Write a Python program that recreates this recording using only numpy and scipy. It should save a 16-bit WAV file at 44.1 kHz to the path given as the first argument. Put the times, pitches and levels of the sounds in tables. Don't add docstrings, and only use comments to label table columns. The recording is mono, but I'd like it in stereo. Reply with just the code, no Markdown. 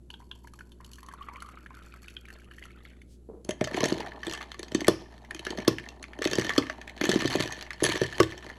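import sys
import numpy as np
from scipy import signal
from scipy.fft import rfft, irfft, next_fast_len
from scipy.io import wavfile

SR = 44100
rng = np.random.default_rng(int(sys.argv[2]) if len(sys.argv) > 2 else 0)


def inscribe(sig):
    pcm = np.round(np.clip(np.atleast_2d(sig).T, -1, 1) * 32767)
    wavfile.write(sys.argv[1], SR, pcm.astype(np.int16))


N = 378378
TIME = np.arange(N) / SR
SHORT = np.arange(4096) / SR
LEAD_S = 0.01


def from_db(db):
    return 10 ** (np.asarray(db) / 20)


def rms_one(x):
    return x / np.sqrt(np.mean(x ** 2) + 1e-20)


def energy_one(hits):
    energy = np.mean(np.sum(hits ** 2, -1), -1)[:, None, None]
    return hits / np.sqrt(energy / (SR / 100) + 1e-20)


def peak_one(hits):
    return hits / np.abs(hits).max((1, 2), keepdims=True)


def pan(db):
    return from_db(np.array([[db], [-db]]) / 2)


def per_hit(rows):
    return np.transpose(rows)[:, :, None, None]


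def in_time(rows):
    s, *columns = np.transpose(rows)
    return [np.interp(TIME, s, c) for c in columns]


def at_hz(points, hz, axis=1):
    points = np.array(points)
    return np.interp(np.log(hz + 1), np.log(points[:, 0]), points[:, axis])


def band(x, low_hz, high_hz):
    edges = [low_hz, min(high_hz, 0.45 * SR)]
    return signal.sosfilt(signal.butter(2, edges, "band", fs=SR, output="sos"), x)


def colour(x, spectrum):
    size = next_fast_len(N)
    hz = np.arange(size // 2 + 1) * SR / size
    shaped = irfft(rfft(x, size) * from_db(at_hz(spectrum, hz)), size)
    return rms_one(shaped[..., :N])


def resonate(x, modes):
    out = 0
    for k, (hz, width, db) in enumerate(modes):
        r = np.exp(-np.pi * width / SR)
        gain = (-1) ** k * from_db(db) * (1 - r * r) / 2
        poles = [1, -2 * r * np.cos(2 * np.pi * hz / SR), r * r]
        out = out + gain * signal.lfilter([1, 0, -1], poles, x + 1e-18)
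    return out


def moving_resonance(x, hz, width_hz):
    turn = np.exp(2j * np.pi * np.cumsum(hz) / SR)
    lowpass = signal.butter(2, width_hz / 2, fs=SR, output="sos")
    return (signal.sosfilt(lowpass, (x + 1e-12) / turn) * turn).real


def struck(hits, modes, spread):
    out = 0
    for k, mode in enumerate(modes):
        share = rng.normal(1, spread, (len(hits), 1, 1))
        out = out + resonate(hits, [mode]) * share * (-1) ** k
    return out


def soften(x):
    return signal.sosfilt(signal.ellip(5, 1, 24, 12000, fs=SR, output="sos"), x)


def contacts(count, crack_s, scatter_db, scatter_s, rise_s=0.00026):
    before, after = np.maximum(LEAD_S - SHORT, 0), np.maximum(SHORT - LEAD_S, 0)
    crack = np.exp(-before / rise_s - after / crack_s)
    chatter = from_db(scatter_db) * np.exp(-before / (2 * rise_s) - after / scatter_s)
    return rng.standard_normal((count, 2, len(SHORT))) * (crack + chatter)


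def place(times, hits):
    out = np.zeros((2, N + len(SHORT)))
    for s, hit in zip(np.ravel(times), hits):
        i = int(np.clip((s - LEAD_S) * SR, 0, N))
        out[:, i:i + len(SHORT)] += hit
    return out[:, :N]


def grains(per_s, spread_db):
    sizes = from_db(spread_db * np.minimum(rng.exponential(1, N), 3))
    return (rng.random(N) < per_s / SR) * sizes


def crackle(per_s, spread_db, grain_s):
    r = np.exp(-2 / (grain_s * SR))
    power = signal.lfilter([1], [1, -2 * r, r * r], grains(per_s, spread_db) ** 2 + 1e-12)
    return rms_one(np.sqrt(power) * rng.standard_normal((2, N)))


def bubbles(hz, cycles, rise):
    age = SHORT * hz / cycles
    phase = 2 * np.pi * hz * SHORT * (1 + rise * np.minimum(age, 1))
    offset = rng.normal(0, 1.0, (len(hz), 2, 1))
    attack = 1 - np.exp(-SHORT * hz * 2)
    return np.sin(phase + offset) * from_db(-60 * np.minimum(age, 4)) * attack


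def swells(rows, rise_db_per_s, fall_db_per_s, rest_db):
    power = from_db(rest_db) ** 2
    for start, length, db in rows:
        early, late = np.maximum(start - TIME, 0), np.maximum(TIME - start - length, 0)
        level_db = db - rise_db_per_s * early - fall_db_per_s * late
        power = power + from_db(np.maximum(level_db, -120)) ** 2
    return 10 * np.log10(power)


def flicker(per_s):
    return np.interp(TIME * per_s, np.arange(1200), rng.standard_normal(1200))


# frequency_hz, relative_level_db
AIR = [(15, -4), (25, -20), (78, -9.5), (145, -11), (363, -12), (1160, -45.5), (1330, -41), (2110, -47.5),
       (4490, -45.5), (5000, -49.5), (7920, -44), (9320, -53), (11000, -39.5), (13200, -65), (16000, -64)]
# frequency_hz, left_rms_db, right_rms_db
HUM = [(60.9, -57.5, -50), (118.3, -78, -61.5), (184, -79, -62), (236, -63.5, -76), (350, -70, -71)]
AIR_DB = -57


def background():
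    shared = 0.93 * rng.standard_normal(N)
    air = colour(rng.standard_normal((2, N)) + shared, AIR)
    hum = 0
    for hz, left, right in HUM:
        tone = np.sqrt(2) * np.sin(2 * np.pi * (hz * TIME + rng.random()))
        hum = hum + from_db([[left], [right]]) * tone
    return from_db(AIR_DB) * air + hum


# frequency_hz, relative_level_db
FIZZ = [(290, -43), (500, -3), (807, -57), (1050, -32), (1190, -6), (1900, 0), (3110, 2), (3700, -1),
        (4040, -20), (4340, 14), (4800, 3), (5970, 2.5), (7980, 4), (9220, -10.5), (11300, 6), (16000, -28)]
# time_s, pitch_hz
AIR_SPACE = [(0, 905), (.6, 980), (1.1, 1090), (1.5, 1320), (2.0, 1440), (2.5, 1740), (3.1, 2210)]


def dribble():
    patter = crackle(per_s=90, spread_db=4, grain_s=0.003)
    pitch, = in_time(AIR_SPACE)
    plops = from_db(-70.0) * rms_one(moving_resonance(patter, pitch, width_hz=240))
    fizz = from_db(-70.5) * colour(patter, FIZZ)
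    return (plops + fizz) * (TIME > DROPS[0][0]) * (TIME < POUR_START_S)


SATELLITE_DB, SATELLITE_S = -15.5, 0.012


def satellites(s, db, hz):
    out = 0
    for draw in rng.random((4, len(s), 3, 1, 1)):
        pitch = hz * 0.75 * 3 ** draw[:, 0]
        level = from_db(db + SATELLITE_DB - 5.1 * draw[:, 1])
        rings = level * bubbles(pitch, cycles=19, rise=0.056) * (pitch < 4600)
        out = out + place(s + LEAD_S + SATELLITE_S * draw[:, 2], rings)
    return out


# start_s, relative_level_db, initial_pitch_hz, relative_splash_db
DROPS = [(0.103, -24, 2900, -46), (0.14, -24, 3240, -61), (0.202, -35, 950, -58), (0.22, -37, 1000, -67),
         (0.314, -20.5, 3380, -54), (0.445, -34, 960, -78), (0.473, -33.5, 1640, -48.5),
         (0.536, -35, 1200, -47.5), (0.59, -30.5, 1640, -49), (0.608, -26.5, 1460, -59),
         (0.719, -37, 3500, -53), (0.804, -32.5, 1014, -68), (0.846, -35, 3930, -49),
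         (0.933, -39, 5900, -41.5), (0.956, -44, 5700, -47), (0.984, -30, 1710, -55),
         (1.03, -29.5, 1050, -47.5), (1.063, -47, 4300, -48.5), (1.086, -24.5, 1100, -46),
         (1.114, -31, 1570, -64), (1.137, -24.5, 1070, -48), (1.224, -26, 2750, -82),
         (1.286, -20.5, 1144, -57), (1.359, -25.5, 2280, -55), (1.403, -34.5, 4400, -46),
         (1.422, -21.5, 1330, -42.5), (1.461, -41, 3100, -52), (1.488, -26, 1205, -51),
         (1.573, -29.5, 1250, -73), (1.661, -26.5, 1660, -59), (1.706, -29.5, 1030, -67),
         (1.743, -36, 1500, -62), (1.79, -36, 1440, -63), (1.825, -44, 3820, -60), (1.923, -35, 2470, -63),
         (1.939, -28, 1280, -71), (2.044, -34, 2280, -57), (2.082, -24, 2600, -47), (2.104, -42, 2240, -48),
         (2.167, -21, 3170, -65), (2.254, -31, 2280, -55), (2.285, -29, 1700, -51),
         (2.303, -28.5, 1770, -51), (2.398, -39, 2240, -60), (2.418, -40, 1570, -71),
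         (2.444, -41, 2700, -57), (2.512, -26.5, 1680, -58), (2.536, -31, 1640, -59),
         (2.584, -28, 1840, -57), (2.625, -24.5, 2010, -57), (2.638, -27.5, 2740, -53),
         (2.654, -28.5, 1340, -48), (2.706, -35, 2190, -62), (2.783, -39, 1750, -68),
         (2.852, -29.5, 2120, -64), (2.902, -41, 3100, -61), (2.968, -48, 2250, -68),
         (3.017, -35, 2160, -54.5)]
# frequency_hz, width_hz, relative_level_db
ICE = [(2636, 53, -3), (3070, 130, 7.5), (3390, 440, 0.5), (4375, 200, 4.5), (5750, 520, -1.5),
       (6380, 450, 0.5), (7940, 690, -5.5)]
# frequency_hz, width_hz, relative_level_db
PING = [(10220, 160, 14.5), (10640, 550, 10), (11220, 700, 7.5), (12060, 240, 1), (14400, 390, -12)]
SPLASH_TAIL_DB, SPLASH_TAIL_S = -28, 0.04


def drops():
    s, db, hz, splash_db = per_hit(DROPS)
    pitch, = in_time(AIR_SPACE)
    highness = (hz / hz.max()) ** 2
    plink = from_db(db - 7) * bubbles(hz, cycles=35, rise=0.039)
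    tick = contacts(len(s), crack_s=0.00023, scatter_db=-6, scatter_s=0.0055, rise_s=0.00057)
    icy = resonate(tick, ICE) + from_db(-10.5) * resonate(tick, PING)
    spray = from_db(splash_db - 6) * energy_one(band(icy, 2300, 20000))
    tinkle = from_db(db - 11.0) * highness * energy_one(band(tick, 2900, 3280))
    gulp = contacts(len(s), crack_s=0.0028, scatter_db=-2.0, scatter_s=0.003, rise_s=0.002)
    gulps = place(s, from_db(db - 2) * gulp)
    hollow = moving_resonance(gulps, pitch, width_hz=180)
    hollow = hollow + from_db(-2.5) * moving_resonance(gulps, 1.65 * pitch, width_hz=230)
    mist = contacts(len(s), crack_s=0.0026, scatter_db=-11.5, scatter_s=SPLASH_TAIL_S)
    tail = from_db(5) * band(from_db(db + SPLASH_TAIL_DB) * mist, 2700, 3600) * highness
    splashes = place(s + 0.000892, spray + tinkle + tail)
    return place(s + LEAD_S, plink) + satellites(s, db, hz) + splashes + hollow


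# frequency_hz, echo_level_db, t60_s
KITCHEN = [(99, 3, 0.29), (322, -8, 0.35), (800, -7, 0.079), (1740, -15, 0.43), (3170, -10, 0.26),
           (5100, -13.5, 0.13), (6940, -12.5, 0.27), (10300, -17.5, 0.22), (16000, -23, 0.15)]


def kitchen(x):
    t = np.arange(SR * 2 // 3) / SR
    onset = np.clip((t - 0.003) / 0.0026, 0, 1)
    edges = np.geomspace(70, 18000, 17)
    white = rng.standard_normal((2, 2, len(t)))
    tail = 0
    for k, (low, high) in enumerate(zip(edges, edges[1:])):
        hz = np.sqrt(low * high)
        decay = from_db(-60 * t / at_hz(KITCHEN, hz, axis=2)) * onset
        level = from_db(at_hz(KITCHEN, hz)) / np.sqrt(np.sum(decay ** 2))
        tail = tail + level * band(white[k % 2], low, high) * decay
    return signal.fftconvolve(x, tail, axes=1)[:, :N]


POUR_START_S, POUR_END_S = 0.74, 3.04
FROTH_DB, FROTH_LOW_HZ, FROTH_HIGH_HZ = 7, 1200, 4500


def froth(flow_db, fullness):
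    at = rng.integers(int(POUR_START_S * SR), int(POUR_END_S * SR), size=640)
    draw = rng.random((len(at), 2))
    hz = FROTH_LOW_HZ * (FROTH_HIGH_HZ / FROTH_LOW_HZ) ** draw[:, 0]
    size = from_db(flow_db[at] + FROTH_DB - 9 * draw[:, 1] - 6 * draw[:, 0]) * fullness[at] ** 1.2
    rings = size[:, None, None] * bubbles(hz[:, None, None], cycles=48, rise=0.059)
    return place(at / SR + LEAD_S, rings)


# start_s, length_s, relative_gurgle_db, relative_spray_db
GUSHES = [(0.834, 0.21, -57, -60), (1.06, 0.5, -51, -62.5), (1.63, 0.34, -52, -64),
          (2.054, 0.084, -51, -57.5), (2.24, 0.57, -54.5, -65), (2.727, 0.12, -64, -71),
          (2.837, 0.067, -55.5, -70)]
GUSH_RISE_DB_PER_S, GUSH_FALL_DB_PER_S = 234, 96
FLUTTER_DB, FLUTTERS_PER_S = 3, 22
TRICKLE_DB, HOLLOW_DB, SPLASH_DB, FIZZ_DB = 8.5, -4, -7.5, -2.5


def pouring():
    flutter_db = FLUTTER_DB * flicker(FLUTTERS_PER_S)
    gurgle_rows = [(s, length, db) for s, length, db, _ in GUSHES]
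    spray_rows = [(s, length, db) for s, length, _, db in GUSHES]
    flow_db = flutter_db + swells(gurgle_rows, GUSH_RISE_DB_PER_S, GUSH_FALL_DB_PER_S, rest_db=-81)
    spray_db = flutter_db + swells(spray_rows, GUSH_RISE_DB_PER_S, GUSH_FALL_DB_PER_S, rest_db=-97)
    pitch, = in_time(AIR_SPACE)
    fullness = pitch / pitch.max()
    spatter = crackle(per_s=120, spread_db=5, grain_s=0.0022)
    hollow = rms_one(moving_resonance(spatter, pitch, width_hz=290))
    hollow = hollow * (fullness.min() / fullness) ** 2.1
    overtone = rms_one(moving_resonance(spatter, 1.65 * pitch, width_hz=450))
    splash = rms_one(band(spatter, 180, 780)) * fullness
    at = rng.integers(int(POUR_START_S * SR), int(POUR_END_S * SR), size=260)
    draw = rng.random((len(at), 2))
    hz = (0.85 * pitch[at]) ** (1 - draw[:, 0]) * 3700 ** draw[:, 0]
    loss_db = 7.9 * draw[:, 1] + 8 * draw[:, 0] * (3.5 - fullness[at])
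    size = from_db(flow_db[at] + TRICKLE_DB - loss_db)
    rings = size[:, None, None] * bubbles(hz[:, None, None], cycles=34, rise=0.06)
    trickle = place(at / SR + LEAD_S, rings)
    spray = crackle(per_s=80, spread_db=5, grain_s=0.0016)
    fizz = from_db(spray_db + FIZZ_DB) * colour(spray, FIZZ)
    body = from_db(HOLLOW_DB) * hollow + from_db(-16) * overtone + from_db(SPLASH_DB) * splash
    stream = (from_db(flow_db) * body + fizz) * (TIME > POUR_START_S) * (TIME < POUR_END_S)
    return trickle + froth(flow_db, fullness) + stream


# time_s, pitch_hz, relative_level_db
GURGLE = [(1.05, 1050, -90), (1.14, 1060, -56), (1.18, 1110, -63), (1.215, 1110, -45.5), (1.265, 1220, -61),
          (1.292, 1130, -50), (1.325, 953, -47), (1.365, 1090, -45), (1.42, 1288, -61), (1.46, 1140, -47.5),
          (1.5, 1260, -51), (1.56, 1260, -72), (1.65, 1260, -90)]
BLOOP_DB, BLOOP_CYCLES, BLOOP_RISE = 6, 44, 0.11


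def gurgling():
    hz, db = in_time(GURGLE)
    churn = crackle(per_s=210, spread_db=3.5, grain_s=0.0033)
    pocket = from_db(db - 1.0) * rms_one(moving_resonance(churn, hz, width_hz=120))
    draw = rng.random((30, 2))
    slots = np.arange(len(draw)) + draw[:, 0]
    at = (SR * np.interp(slots, [0, len(draw)], [GURGLE[0][0], GURGLE[-1][0]])).astype(int)
    pitches = (hz[at] * (0.98 + 0.12 * draw[:, 1]))[:, None, None]
    level = from_db(db[at] + BLOOP_DB)[:, None, None]
    bloops = level * bubbles(pitches, cycles=BLOOP_CYCLES, rise=BLOOP_RISE)
    return pocket + place(at / SR + LEAD_S, bloops)


def rustle():
    swell = np.exp(-((TIME - 3.125) / 0.037) ** 2)
    return from_db(-63.5) * swell * rms_one(band(rng.standard_normal((2, N)), 2800, 9500))


# start_s, relative_level_db
POT_TOUCHES = [(3.288, -34.5), (3.298, -29), (3.312, -39), (3.333, -34.5), (3.35, -42)]
# frequency_hz, width_hz, relative_level_db
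POT = [(214, 135, 9.5), (460, 53, 19), (724, 99, 4.5), (905, 330, -2)]


def pot_down():
    s, db = per_hit(POT_TOUCHES)
    scuff = contacts(len(s), crack_s=0.0024, scatter_db=-13, scatter_s=0.092, rise_s=0.00071)
    return place(s, from_db(db - 6.0) * energy_one(band(resonate(scuff, POT), 110, 1200)))


# start_s, relative_level_db, pitch_hz
RIM_TOUCHES = [(3.4475, -40.5, 10400), (3.491, -35.5, 10300), (3.5077, -41, 10260), (3.886, -32, 10800),
               (4.593, -41, 9850), (5.3084, -45, 10300), (5.3467, -43, 10400), (5.3925, -47.5, 10400),
               (5.45, -41, 10200), (6.028, -42, 10000), (7.3, -36, 10600), (7.8345, -20.5, 10300),
               (7.8388, -17.5, 10200), (7.8481, -19.5, 10400)]
# frequency_hz, width_hz, relative_level_db
RIM = [(6510, 180, 13), (14350, 240, -22)]


def rim_pings():
    s, db, hz = per_hit(RIM_TOUCHES)
    crack = contacts(len(s), crack_s=0.0002, scatter_db=-21, scatter_s=0.0029, rise_s=0.0011)
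    rings = [resonate(resonate(c, [(f, 220, 0)]), [(f, 900, 0)]) for c, f in zip(crack, hz.ravel())]
    ping = from_db(db - 6.5) * energy_one(np.array(rings))
    rim = from_db(db - 9.0) * energy_one(resonate(crack, RIM))
    tick = from_db(db - 8.0) * energy_one(band(resonate(crack, ICE), 1470, 7000))
    return place(s + 0.0012, ping + rim + tick)


STIR_START_S = 3.45


def while_stirring(effort_db, per_s, spread_db):
    draw = rng.random((300, 2))
    s = STIR_START_S + (np.arange(len(draw)) + draw[:, 0]) / per_s
    db = np.interp(s, TIME, effort_db) + spread_db * np.sqrt(3) * (2 * draw[:, 1] - 1)
    return s[s < TIME[-1]], db[s < TIME[-1]]


# start_s, relative_level_db, nominal_pitch_hz, rocking_decay_s
KNOCKS = [(3.448, -37.5, 363, 0.0046), (3.489, -17, 373.5, 0.0039), (3.611, -13, 374.4, 0.0037),
          (3.744, -19.5, 376, 0.0051), (3.776, -20.5, 327, 0.0042), (3.805, -18, 400, 0.005),
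          (3.832, -10.5, 386, 0.0017), (3.854, -18.5, 327, 0.0035), (3.92, -12.5, 356, 0.005),
          (3.996, -27, 410, 0.0025), (4.267, -26.5, 334, 0.0092), (4.279, -26, 348, 0.0073),
          (4.594, -32, 355, 0.0042), (4.629, -33.5, 355, 0.0049), (4.719, -25.5, 348, 0.0023),
          (4.747, -12.5, 344, 0.0053), (4.815, -22, 333, 0.004), (4.881, -4, 365.5, 0.0056),
          (5.347, -35.5, 344, 0.014), (5.394, -36, 355, 0.0078), (5.466, -25, 382, 0.0044),
          (5.503, -23, 356, 0.0048), (5.582, -21, 264, 0.0071), (5.678, -6, 356, 0.0035),
          (6.189, -23.5, 292, 0.0036), (6.215, -23, 390, 0.0034), (6.256, -15.5, 333, 0.0047),
          (6.314, -21, 381, 0.0046), (6.331, -22, 390, .004), (6.355, -24.5, 350, 0.0036),
          (6.383, -11, 366, 0.0045), (6.447, -24.5, 343, 0.0048), (6.492, -27.5, 390, 0.0035),
          (6.58, -9, 291, 0.004), (7.011, -16, 327, .0045), (7.038, -18, 327, 0.0048),
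          (7.066, -23, 360, 0.0049), (7.089, -11, 373, 0.007), (7.132, -19.5, 398, 0.0066),
          (7.157, -13, 347, 0.0059), (7.251, -13, 288, 0.0025), (7.352, -10.5, 316, 0.0028),
          (7.401, -15, 276, 0.0023), (7.822, -15, 340, 0.0033), (7.843, -16, 403, 0.0062),
          (7.888, -20, 347, 0.0089), (7.94, -27, 350, .004), (7.956, -24, 350, 0.0034),
          (8.014, -13, 377, 0.0079), (8.201, -6, 363, 0.0094), (8.464, -35, 347, 0.0036)]
# frequency_hz, width_hz, relative_level_db
COUNTER = [(131.3, 51, -6), (245, 54, 0.5), (346, 58, 0.5), (413, 128, -0.5), (475, 95, -2),
           (610, 103, -1.5)]
# frequency_hz, width_hz, relative_level_db
CLACK = [(737, 240, 0.5), (927, 168, 2), (1058, 163, 4), (1180, 1270, -4)]
CLACK_DB, CLACK_GROWTH = -25, 1.02
BRIEF_ROCK_S = 0.0022
REBOUND_ABOVE_DB, REBOUND_S, REBOUND_LOSS_DB = -8.5, 0.00905, 15
WOBBLES_PER_S, WOBBLE_DB, WOBBLE_HZ = 8, 7.5, 348


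def knocks(effort_db):
    times, levels = while_stirring(effort_db, WOBBLES_PER_S, spread_db=-0.5)
    wobbles = [(s, db + WOBBLE_DB, WOBBLE_HZ, BRIEF_ROCK_S) for s, db in zip(times, levels)]
    rebounds = [(s + REBOUND_S, db - REBOUND_LOSS_DB, hz, BRIEF_ROCK_S)
                for s, db, hz, _ in KNOCKS if db > REBOUND_ABOVE_DB]
    s, db, hz, rock_s = per_hit(list(KNOCKS) + rebounds + wobbles)
    age = np.maximum(SHORT - LEAD_S, 0)
    cycles = hz * (0.899 * age + 0.0017 * (1 - np.exp(-age / 0.0033)))
    swing = -np.sin(2 * np.pi * cycles) * (1 - np.exp(-age / 0.0041)) * np.exp(-age / rock_s)
    rumble = 0.09 * contacts(len(s), crack_s=0.021, scatter_db=-1, scatter_s=0.021)
    push = (age > 0) * np.exp(-age / 0.00051) + rumble
    deep = from_db(-22.0) * band(push, 42, 107)
    boom = -band(struck(push, COUNTER, spread=0.64) + deep, 50, 1240)
    crack = contacts(len(s), crack_s=0.00042, scatter_db=-3, scatter_s=0.0023)
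    clack = energy_one(band(resonate(crack, CLACK), 330, 3100))
    thud = from_db(db - 4.5) * peak_one(swing) * pan(6.8)
    thud = thud + from_db(db - 5.0) * peak_one(boom) * pan(3.3)
    return place(s + 0.001, thud + from_db(CLACK_DB + CLACK_GROWTH * db) * clack * pan(1.0))


def cube_rings(count, low_hz, high_hz, t60):
    out = 0
    for draw in rng.random((3, count, 3, 1)):
        hz = low_hz * (high_hz / low_hz) ** draw[:, :1]
        out = out + np.sin(2 * np.pi * hz * SHORT + 2 * np.pi * draw[:, 1:])
    fade_s = np.where(SHORT < LEAD_S, 0.003, t60)
    return out * from_db(-60 * np.abs(SHORT - LEAD_S) / fade_s)


# start_s, length_s, relative_effort_db, relative_slosh_db
STROKES = [(3.69, 0.076, -40, -39.5), (3.775, 0.14, -35.5, -36.5), (4.244, 0.028, -38, -42.5),
           (4.767, 0.023, -40.5, -44.5), (5.463, 0.22, -42, -43), (6.247, 0.28, -36.5, -42.5),
           (7.043, 0.35, -29.5, -38), (7.843, 0.077, -26.5, -39), (8.153, 0.091, -39, -46.5),
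           (8.44, 0.054, -48, -49)]
# frequency_hz, relative_level_db
GRIND = [(410, -13), (700, -13), (1200, -7.5), (1400, -18), (1800, -1.5), (1940, -5.5), (2730, -11.5),
         (3070, -6), (3740, -11), (4380, -5), (4920, -23), (6320, -14), (9230, -31.5), (10200, -21),
         (11500, -28), (16000, -49)]
# frequency_hz, width_hz, relative_level_db
WALL = [(1155, 86, -3), (1777, 75, 11.5), (2067, 180, 3), (2059, 267, 5.5)]
PUSH_DB_PER_S, SETTLE_DB_PER_S = 357, 75
DRIFT_DB = -58.5
SLOSH_SETTLE_DB_PER_S, SLOSH_REST_DB = 45.5, -51
CLUMP_DB, CLUMPS_PER_S = 4.5, 55
TAP_DB, TAP_T60_S = -6.5, 0.023


def stirring(effort_db):
    slosh_rows = [(s, length, db) for s, length, _, db in STROKES]
    slosh_db = swells(slosh_rows, PUSH_DB_PER_S, SLOSH_SETTLE_DB_PER_S, SLOSH_REST_DB)
    scrape = crackle(per_s=420, spread_db=6, grain_s=0.0007)
    scrape = rms_one(scrape * from_db(CLUMP_DB * flicker(CLUMPS_PER_S)))
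    bumps = scrape + crackle(per_s=210, spread_db=6.0, grain_s=0.00035)
    grind = from_db(-4) * colour(scrape, GRIND) + from_db(-18.5) * rms_one(resonate(bumps, WALL))
    slosh = resonate(bumps, COUNTER) + from_db(1.0) * resonate(bumps, CLACK)
    slosh = rms_one(band(slosh, 236, 797))
    at = rng.integers(int(STIR_START_S * SR), N, size=480)
    tap_db = effort_db[at] + TAP_DB + rng.uniform(-18, 0, len(at))
    rings = cube_rings(count=len(at), low_hz=1700, high_hz=6220, t60=TAP_T60_S)
    taps = from_db(tap_db)[:, None, None] * energy_one(rings)
    swirl = from_db(effort_db) * grind + from_db(slosh_db) * slosh
    return swirl * pan(0.93) * (TIME > STIR_START_S) + place(at / SR, taps)


BURST_DB, SPREAD_BEFORE_S, SPREAD_AFTER_S = -9.5, 0.00407, 0.016


def scattered_bursts(count):
    out = 0
    for draw in rng.random((3, count, 2, 1)):
        at = LEAD_S - SPREAD_BEFORE_S + (SPREAD_BEFORE_S + SPREAD_AFTER_S) * draw[:, :1]
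        level = from_db(BURST_DB - 9.7 * draw[:, 1:])
        out = out + level * np.exp(-np.abs(SHORT - at) / 0.00021)
    return out * rng.standard_normal((count, 2, len(SHORT)))


# start_s, relative_level_db, settled_pitch_hz
CLONKS = [(3.49, -24.5, 604), (3.508, -32, 600), (3.612, -19.5, 603), (3.671, -28.5, 610),
          (3.707, -34, 557), (3.774, -25.5, 713), (3.811, -32, 1020), (3.828, -23.5, 620),
          (3.857, -27.5, 623), (3.946, -35, 616), (4.004, -30, 866), (4.049, -37.5, 700), (4.071, -34, 717),
          (6.698, -32, 626)]
CLONK_S, CLONK_DROP = 0.004, 0.055


def clonks():
    s, db, hz = per_hit(CLONKS)
    age = np.maximum(SHORT - LEAD_S, 0)
    cycles = hz * (age + CLONK_DROP * CLONK_S * (1 - np.exp(-age / CLONK_S)))
    note = np.sin(2 * np.pi * cycles) * (1 - np.exp(-age / 0.0034)) * np.exp(-age / CLONK_S)
    return place(s + 0.00065, from_db(db) * peak_one(note) * pan(4.0))


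# start_s, relative_wall_db, hardness_db
CLINKS = [(3.491, -30.5, 3.5), (3.5077, -28.5, 4), (3.6103, -23.5, -5), (3.6412, -29.5, 5),
          (3.6458, -37, 12.5), (3.6738, -25.5, -5), (3.712, -30, -8), (3.7434, -25.5, -4),
          (3.7714, -25.5, -2.5), (3.8051, -20.5, 0.5), (3.831, -23, -3.5), (3.8397, -23, 6.5),
          (3.856, -28.5, 10.5), (3.886, -37, 2), (3.9045, -33.5, 3), (3.925, -34, 12), (3.942, -36.5, -3),
          (4.004, -27.5, -3.5), (4.023, -33.5, -27), (4.048, -35, -19), (4.064, -30.5, -19),
          (4.119, -34, -17), (4.2318, -25, -11), (4.2488, -41, 3), (4.2675, -31, 4.5), (4.296, -32.5, 5),
          (4.3115, -32.5, 5), (4.324, -30, 0.5), (4.3352, -24.5, 2), (4.3499, -28, -5), (4.375, -34, -0.5),
          (4.4098, -27, -16), (4.427, -31.5, -4), (4.5168, -37, 5.5), (4.543, -33.5, -5), (4.593, -33.5, 2),
          (4.6298, -35.5, 7.5), (4.682, -44, 4), (4.718, -41, 7.5), (4.7472, -23.5, 6.5),
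          (4.806, -29.5, 3.5), (4.8136, -38, 4), (4.845, -25.5, -9), (4.869, -26, -1), (4.8806, -19, 5.5),
          (5.0563, -42.5, -24), (5.1282, -46, -23), (5.1786, -49.5, 2), (5.248, -39.5, -9),
          (5.3084, -24, -15), (5.3467, -40, 11.5), (5.364, -38.5, -1), (5.3925, -39, 9.5),
          (5.45, -33.5, 6.5), (5.467, -20.5, -12), (5.5045, -32.5, 6.5), (5.5737, -33.5, 2),
          (5.586, -30, -5), (5.602, -32, -9), (5.649, -30, -11), (5.677, -22, 8), (5.7835, -25, -8),
          (5.797, -35, -8), (5.839, -36.5, -12), (5.862, -34.5, -21), (5.8875, -44, 11.5),
          (6.027, -35.5, 1), (6.04, -31.5, -12), (6.133, -35.5, -12.5), (6.164, -41, -27),
          (6.188, -35.5, -2.5), (6.2204, -19.5, -4.5), (6.2305, -33, -3), (6.2415, -24, 3),
          (6.2515, -22, 4.5), (6.2731, -26, 5.5), (6.2995, -29, -4), (6.3124, -31.5, 10), (6.332, -22, 6),
          (6.354, -31.5, 10.5), (6.3839, -22.5, 0), (6.396, -25.5, 4), (6.412, -23, -3), (6.42, -25, -13),
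          (6.4453, -27.5, 2.5), (6.466, -32, 3), (6.4933, -15.5, -7), (6.503, -17, -16), (6.535, -33, -1),
          (6.562, -23.5, -9), (6.5788, -23.5, 11), (6.623, -27.5, -15), (6.667, -31, -9),
          (6.6979, -21.5, -10), (6.8139, -31.5, -4.5), (6.8768, -27.5, -8), (6.895, -31, -8),
          (6.977, -35.5, -6), (7.012, -17.5, -2.5), (7.0393, -21.5, 1.5), (7.053, -22.5, 5),
          (7.068, -29, 4), (7.092, -25, 10), (7.1147, -18.5, 1), (7.126, -28, -2), (7.1401, -28.5, 7),
          (7.1564, -28.5, 2), (7.174, -33, -12), (7.207, -21.5, -8), (7.2195, -23, -2), (7.2568, -27, 6),
          (7.276, -25, 4), (7.301, -33, 2), (7.3136, -22, -13), (7.3384, -27, 1), (7.3567, -29.5, 11),
          (7.4063, -22.5, 2), (7.424, -28.5, 9.5), (7.458, -34, 2), (7.4751, -27.5, -1),
          (7.5044, -22.5, -16), (7.523, -34.5, 11.5), (7.545, -45, 6), (7.591, -36, -4), (7.61, -34.5, 4.5),
          (7.6245, -31.5, 2), (7.665, -34, -20), (7.7056, -23, -8.5), (7.731, -35.5, 4), (7.8032, -29, -10),
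          (7.8388, -14, -4), (7.849, -22, 2), (7.8639, -19, 0.5), (7.8881, -26, 2), (7.912, -20, -16),
          (7.9213, -27.5, 5), (7.948, -38, 6), (7.9565, -22.5, -3), (7.97, -34, -5), (8.0155, -23, -2),
          (8.0345, -22, -2.5), (8.064, -39, 11), (8.125, -27.5, -11), (8.2001, -18, 1), (8.2301, -24.5, 4),
          (8.3213, -29, -9), (8.3773, -37, 2.5), (8.425, -33.5, -12), (8.464, -33.5, -6),
          (8.4988, -25, -18)]
JOSTLES_PER_S, JOSTLE_DB, JOSTLE_SPREAD_DB = 16, -7.5, 4
JOSTLE_HARDNESS_DB = (-12, 4)
PING_PER_HARDNESS, SNAP_PER_HARDNESS = 0.83, 0.63
TICK_DB, TICK_PER_HARDNESS = -14.5, 0.98


def clinks(effort_db):
    times, levels = while_stirring(effort_db, JOSTLES_PER_S, JOSTLE_SPREAD_DB)
    hardness = rng.uniform(*JOSTLE_HARDNESS_DB, len(times))
    jostles = np.column_stack([times, levels + JOSTLE_DB, hardness])
    s, wall_db, hardness_db = per_hit(np.vstack([CLINKS, jostles]))
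    ice_db = wall_db + hardness_db
    bursts = scattered_bursts(len(s))
    rub = bursts + contacts(len(s), crack_s=0.00016, scatter_db=-14.0, scatter_s=0.011, rise_s=0.00076)
    crack = bursts + contacts(len(s), crack_s=0.000086, scatter_db=-18.0, scatter_s=0.0053, rise_s=0.00073)
    wall = from_db(wall_db - 6.0) * energy_one(band(struck(rub, WALL, spread=0.73), 460, 3200))
    ice = from_db(ice_db - 9.0) * energy_one(band(struck(crack, ICE, spread=0.35), 1540, 8100))
    rings = cube_rings(count=len(s), low_hz=2352, high_hz=6700, t60=0.045)
    cubes = from_db(ice_db - 14.0) * energy_one(rings)
    ping_db = wall_db + PING_PER_HARDNESS * hardness_db - 26.0
    ping = from_db(ping_db) * energy_one(band(resonate(crack, PING), 11900, 16000))
    jolt = contacts(len(s), crack_s=0.0013, scatter_db=-19, scatter_s=0.00122, rise_s=0.00023)
    snap_db = wall_db + SNAP_PER_HARDNESS * hardness_db + 4.5
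    snap = from_db(snap_db) * peak_one(band(jolt, 530, 3900))
    click = contacts(len(s), crack_s=0.000073, scatter_db=-31, scatter_s=0.002, rise_s=0.0001)
    tick_db = wall_db + TICK_PER_HARDNESS * hardness_db + TICK_DB
    tick = from_db(tick_db) * peak_one(soften(band(click, 2400, 14500)))
    return place(s + 0.001178, wall + ice + cubes + ping + snap + tick) * pan(1.0)


# frequency_hz, width_hz, relative_level_db
SINGING = [(1778, 52, 5), (3076, 180, -9), (4250, 340, -15.5)]
SING_DB, SING_SETTLE_DB_PER_S, SING_REST_DB = -6.5, 64, -88


def singing():
    rows = [(s, length, db) for s, length, db, _ in STROKES]
    rub_db = swells(rows, PUSH_DB_PER_S, SING_SETTLE_DB_PER_S, SING_REST_DB)
    tones = rms_one(resonate(crackle(per_s=410, spread_db=10.5, grain_s=0.0012), SINGING))
    return from_db(rub_db + SING_DB) * tones * (TIME > STIR_START_S)


# start_s, clang_db, clang_pitch_ratio, bright_ring_db, crack_db,
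# lingering_ring_db
STRIKES = [(4.749, -45, 0.9, -45, -46, -54), (4.881, -22, 0.95, -25, -10.5, -39.5),
           (5.679, -27, 0.95, -24, -20, -45), (6.580, -20, 1.017, -28.5, -41, -48),
           (8.202, -19.5, 0.98, -28, -23, -48)]
# frequency_hz before the pitch ratio, width_hz, relative_level_db
BOTTOM = [(1132, 75, 14), (1292, 85, 9), (1520, 42, 4), (2890, 42, 2), (3130, 43, -21.5)]
# frequency_hz, width_hz, relative_level_db
STRAW = [(4870, 510, 6), (5050, 170, 15), (5270, 620, 8.5), (10800, 450, -13), (12280, 160, 2)]
# frequency_hz, relative_level_db
LINGER = [(900, -40), (2400, 3.5), (3900, -12.5), (5400, 6), (7000, -15.5), (9500, -32), (11000, -13.5),
          (13000, -36)]
RING_ON_S = 0.066


def strikes():
    s, clang_db, ratio, ring_db, crack_db, _ = per_hit(STRIKES)
    crack = band(contacts(len(s), crack_s=0.00037, scatter_db=-30, scatter_s=0.0036), 10000, 11400)
    landings = contacts(len(s), crack_s=0.0017, scatter_db=-7, scatter_s=0.0022)
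    clangs = []
    for hit, r in zip(landings, ratio.ravel()):
        clangs.append(resonate(hit, [(hz * r, width, db) for hz, width, db in BOTTOM]))
    clang = band(np.array(clangs), 780, 4300)
    jolt = contacts(len(s), crack_s=0.0024, scatter_db=-43.0, scatter_s=0.05)
    ring = band(resonate(jolt, STRAW), 4200, 12500)
    blow = from_db(crack_db) * peak_one(soften(crack))
    blow = blow + from_db(clang_db) * energy_one(clang) + from_db(ring_db) * energy_one(ring)
    fading = 0
    for at, *_, db in STRIKES:
        fading = fading + from_db(db) * (TIME > at) * np.exp(-np.abs(TIME - at) / RING_ON_S)
    return place(s + 0.000982, blow) + fading * colour(rng.standard_normal((2, N)), LINGER)


# frequency_hz, width_hz, relative_level_db
GLASS = [(1777, 45, -4), (1980, 43, -21), (3020, 48, -22), (4250, 60, -6), (6300, 44, -23), (10400, 83, 4)]


def scene():
    effort_rows = [(s, length, db) for s, length, db, _ in STROKES]
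    effort_db = swells(effort_rows, PUSH_DB_PER_S, SETTLE_DB_PER_S, DRIFT_DB)
    ice = clinks(effort_db) + rim_pings() + stirring(effort_db)
    delayed = np.pad(ice, ((0, 0), (SR // 500, 0)))[:, :N]
    ringing = resonate(delayed, GLASS)
    coffee = dribble() + pouring() + gurgling() + drops() + rustle() + pot_down()
    stirred = from_db(-2.27) * ice + from_db(-11.5) * ringing + singing()
    near = coffee + stirred + knocks(effort_db) + clonks() + strikes()
    return near + kitchen(near) + background()


CUTOFF_HZ = 16300


def record(dry):
    rounded = dry / (1 + (dry / 0.92) ** 8) ** (1 / 8)
    return signal.sosfilt(signal.ellip(10, 0.1, 80, CUTOFF_HZ, fs=SR, output="sos"), rounded)


dry = scene()
out = record(dry)
inscribe(out)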